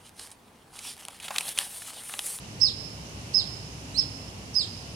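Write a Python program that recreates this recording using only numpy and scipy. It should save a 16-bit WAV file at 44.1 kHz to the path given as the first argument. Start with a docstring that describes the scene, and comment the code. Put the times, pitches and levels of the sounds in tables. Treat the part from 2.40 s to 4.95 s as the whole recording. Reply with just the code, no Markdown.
"""Four high chirps from a small bird, close on the right: two arching whistles that fall away,
one that sweeps upward, then another arch. Each is a gliding tone with a weak octave.
Nearby surfaces scatter the calls back to the microphones and a faint long echo follows.
Behind the bird lie a steady distant rumble, a faint low drone that swells once,
a far-off bird and a soft outdoor hiss."""
import sys
import numpy as np
from scipy import signal
from scipy.fft import rfft, irfft, next_fast_len
from scipy.io import wavfile
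from scipy.ndimage import uniform_filter1d, map_coordinates

SR = 44100
rng = np.random.default_rng(int(sys.argv[2]) if len(sys.argv) > 2 else 0)


def digitize_waveform(pressure):
    """Quantize a signal to 16-bit integers and store it at the path in sys.argv[1].

    Rows of a 2-D input are taken as channels; values are limited to [-1, 1].
    """
    field = np.atleast_2d(pressure).T
    bounded = np.clip(field, -1, 1)
    quanta = np.round(bounded * 32767).astype(np.int16)
    wavfile.write(sys.argv[1], SR, quanta)


N = 112454

# the two shapes of whistle: t/length, f/top pitch, level/dB
ARCH = [(0, .64, -39), (0.069, .84, -21), (.13, 0.9737, -3), (0.239, 0.9933, 1), (.35, 0.97, 0),
        (0.501, .91, -5.5), (.75, 0.73, -12.5), (0.999, .58, -27)]
UPSWEEP = [(0, .68, -29), (0.101, .74, -16.5), (0.329, .82, -11), (0.438, .90, -6.5), (.53, 0.99, 1),
           (.64, 0.963, 0), (0.781, .81, -16), (1, 0.56, -27.5)]
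# close bird: start t/s, length t/s, top f/Hz, level/dB, start-to-end gain/dB, octave level/dB, shape
CHIRPS = [(0.202, .101, 5397, -10.5, -2.5, -42.5, ARCH), (.933, 0.0977, 5351, -12.5, -5, -45.5, ARCH),
          (1.543, .079, 5448, -12, 0, -40.5, UPSWEEP), (2.143, 0.1, 5207, -13.5, 2, -40, ARCH)]
# colour of the second harmonic: f/Hz, level/dB
OCTAVE_COLOUR = [(6200, -8), (7700, -1.5), (9000, -2), (10200, -4.5), (10800, -14)]
# second voice, opening the arching chirps: start t/s, level/dB
WISPS = [(0.196, -29.5), (.927, -33.5), (2.134, -29.5)]
# colouring of both birds by the left microphone: f/Hz, level/dB
LEFT_SHADE = [(3000, -3.5), (4000, -8.5), (4800, -7), (5400, -13), (10000, -20.5)]
# calls of the far-off bird: middle t/s, level/dB
FAR_CALLS = [(.685, -51), (1.33, -53)]
# spectra of the far calls, the rumble and the hiss on each side: f/Hz, relative level/dB
FAR_COLOUR = [(4800, -40), (5900, -2), (6600, 0), (7100, -7.5), (8200, -40)]
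RUMBLE_COLOUR = [(20, -28), (35, -21), (50, -14), (63, 2), (78, -9.5), (100, 0), (130, -2.5), (200, -7.5),
                 (280, -10.5), (350, -14), (550, -16), (800, -18), (1200, -23.5), (2000, -30.5),
                 (4000, -39)]
HISS_LEFT = [(500, -32.5), (1000, -2), (1600, -3), (2300, 2), (2900, 7.5), (3400, -2), (4300, -5),
             (6000, -11.5), (7600, -19), (10000, -21), (14500, -29.5)]
HISS_RIGHT = [(500, -13.5), (1000, -3), (1600, -7), (2800, -2.5), (3500, -4), (5400, 3.5), (6400, 0.5),
              (7500, -4), (8800, -7), (10000, -4.5), (11200, -13), (14500, -33)]
# likeness of the rumble at the two microphones: f/Hz, correlation
RUMBLE_LIKENESS = [(60, 0.948), (130, 0.96), (290, 0.904), (620, 0.498), (1000, 0.26), (1400, -0.782),
                   (3000, -0.49)]

WAVER_RATE = 500  # unsteadiness of the close bird's voice, knots a second


def chirp(start, length, top_hz, level_db, swell_db, octave_db, shape):
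    """One gliding whistle, loudest at the top of its pitch, with a faint, fluttering octave."""
    t = np.arange(N) / SR - start
    progress = np.clip(t / length, 0, 1)
    when, pitch, effort_db = np.transpose(shape)
    attack_s, release_s, glide_s = .001, .002, .0052
    hz = top_hz * uniform_filter1d(np.interp(progress, when, pitch), int(glide_s * SR))
    phase = 2 * np.pi * np.cumsum(hz * (1 + .0037 * wobble(WAVER_RATE))) / SR
    gate = np.clip(t / attack_s, 0, 1) * np.clip((length - t) / release_s, 0, 1)
    loud_db = level_db + np.interp(progress, when, effort_db) + swell_db * (progress - .5)
    tone = amp(loud_db + .23 * wobble(WAVER_RATE)) * np.sin(phase)
    octave = amp(octave_db + along(OCTAVE_COLOUR, 2 * hz) + 4 * wobble(WAVER_RATE)) * np.sin(2 * phase)
    return gate * (tone + octave)


def wisp(start, level_db, length_s=.034, start_hz=5807, sag_hz_per_s=20000):
    """The bird's second voice: a brief, raspy, falling tone just above the whistle."""
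    t = np.clip(np.arange(N) / SR - start, 0, length_s)
    hz = (start_hz - sag_hz_per_s * t) * (1 + .093 * wobble(WAVER_RATE))
    return amp(level_db) * np.sin(np.pi * t / length_s) * np.sin(2 * np.pi * np.cumsum(hz) / SR)


def near_reflections(call, count=3, each_db=-7.5):
    """Reflections close to the bird beat against the glide without changing its overall level."""
    delays_s = .004 + .008 * rng.random(count)
    comb = lambda hz: 1 + amp(each_db) * sum(np.exp(-2j * np.pi * hz * s) for s in delays_s)
    return call.std() * unit(filtered(call, comb))


def diffuse_tail(call, left_db, delay_s, build_s, t60_s):
    """Dense reflections build up and die away, as strong on the right as the call."""
    t = np.maximum(np.arange(SR) / SR - delay_s, 0)
    tail = rng.standard_normal((2, SR)) * (1 - np.exp(-t / build_s)) * amp(-60 * t / t60_s)
    left, right = signal.fftconvolve(call[None], tail, axes=1)[:, :N]
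    return call.std() * np.array([amp(left_db) * unit(left), unit(right)])


def close_bird(left_db=-4.5, left_lag_s=.0004051):
    """Each call arrives directly, off nearby surfaces and as a long echo, all weaker on the left."""
    calls = [chirp(*row) for row in CHIRPS]
    calls.append(sum(wisp(*row) for row in WISPS))
    pair = np.zeros((2, N))
    for call in calls:
        right = near_reflections(call)
        left = amp(left_db) * filtered(right, lambda hz: np.exp(-2j * np.pi * hz * left_lag_s))
        scatter = amp(-7.5) * diffuse_tail(call, left_db=1.5, delay_s=.008, build_s=.016, t60_s=.165)
        echo = amp(-16.5) * diffuse_tail(call, left_db=-2.5, delay_s=.047, build_s=.043, t60_s=.92)
        pair += np.array([left, right]) + scatter + echo
    return np.array([shaded(pair[0]), pair[1]])


def shaded(call):
    """The left microphone colours what it hears: a call sounds weaker and duller there."""
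    return filtered(call, lambda hz: amp(along(LEFT_SHADE, hz)))


def far_bird(width_s=.03):
    """High calls smeared by distance into soft puffs, mostly on the right."""
    t = np.arange(N) / SR
    swell = sum(amp(db) * np.exp(-.5 * ((t - middle) / width_s) ** 2) for middle, db in FAR_CALLS)
    return swell * np.array([shaded(noise(FAR_COLOUR)), noise(FAR_COLOUR)])


def drone(pitch_hz=276, level_db=-49.5, peak_s=1.57, width_s=.21):
    """A faint, wavering low tone swells and fades in the distance."""
    swell = np.exp(-.5 * ((np.arange(N) / SR - peak_s) / width_s) ** 2)
    hz = pitch_hz * (1 + .016 * wobble(27))
    return amp(level_db) * swell * np.sin(2 * np.pi * np.cumsum(hz) / SR)


def rumble(level_db=-41.5):
    """Distant rumble, its bass nearly the same at both microphones."""
    angle = lambda hz: np.arccos(along(RUMBLE_LIKENESS, hz)) / 2
    mid = filtered(noise(RUMBLE_COLOUR), lambda hz: np.cos(angle(hz)))
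    side = filtered(noise(RUMBLE_COLOUR), lambda hz: np.sin(angle(hz)))
    return amp(level_db) * drift() * unit(np.array([mid + side, mid - side]))


def hiss(left_db=-48.5, right_db=-45.5):
    """Soft outdoor hiss, brighter on the right."""
    return np.array([amp(left_db) * noise(HISS_LEFT), amp(right_db) * noise(HISS_RIGHT)]) * drift()


def drift(depth_db=.5):
    """Slow wander of the background level, as a gain."""
    return amp(depth_db * wobble(3.778))


def amp(db):
    """Decibels to gain."""
    return 10 ** (np.asarray(db) / 20)


def unit(x):
    """Scaled to rms 1."""
    return x / np.sqrt(np.mean(x ** 2) + 1e-20)


def along(points, hz):
    """(f/Hz, value) points read on a log axis."""
    f, v = np.transpose(points)
    return np.interp(np.log(hz + 1), np.log(f + 1), v)


def wobble(rate):
    """A smooth random curve, rate knots a second."""
    return map_coordinates(rng.standard_normal(N), [np.arange(N) * rate / SR])


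def filtered(x, response):
    """x through a frequency response."""
    size = next_fast_len(N + SR // 2)
    return irfft(rfft(x, size) * response(np.fft.rfftfreq(size, 1 / SR)), size)[..., :N]


def noise(spectrum):
    """Coloured noise of rms 1."""
    return unit(filtered(rng.standard_normal(N), lambda hz: amp(along(spectrum, hz))))


def scene():
    """Both birds over the outdoor background, at a stereo pair of microphones."""
    return rumble() + hiss() + drone() + close_bird() + far_bird()


def record(dry):
    """The camera keeps nothing above its band limit."""
    return filtered(dry, lambda hz: hz < 14530)


dry = scene()
out = record(dry)
digitize_waveform(out)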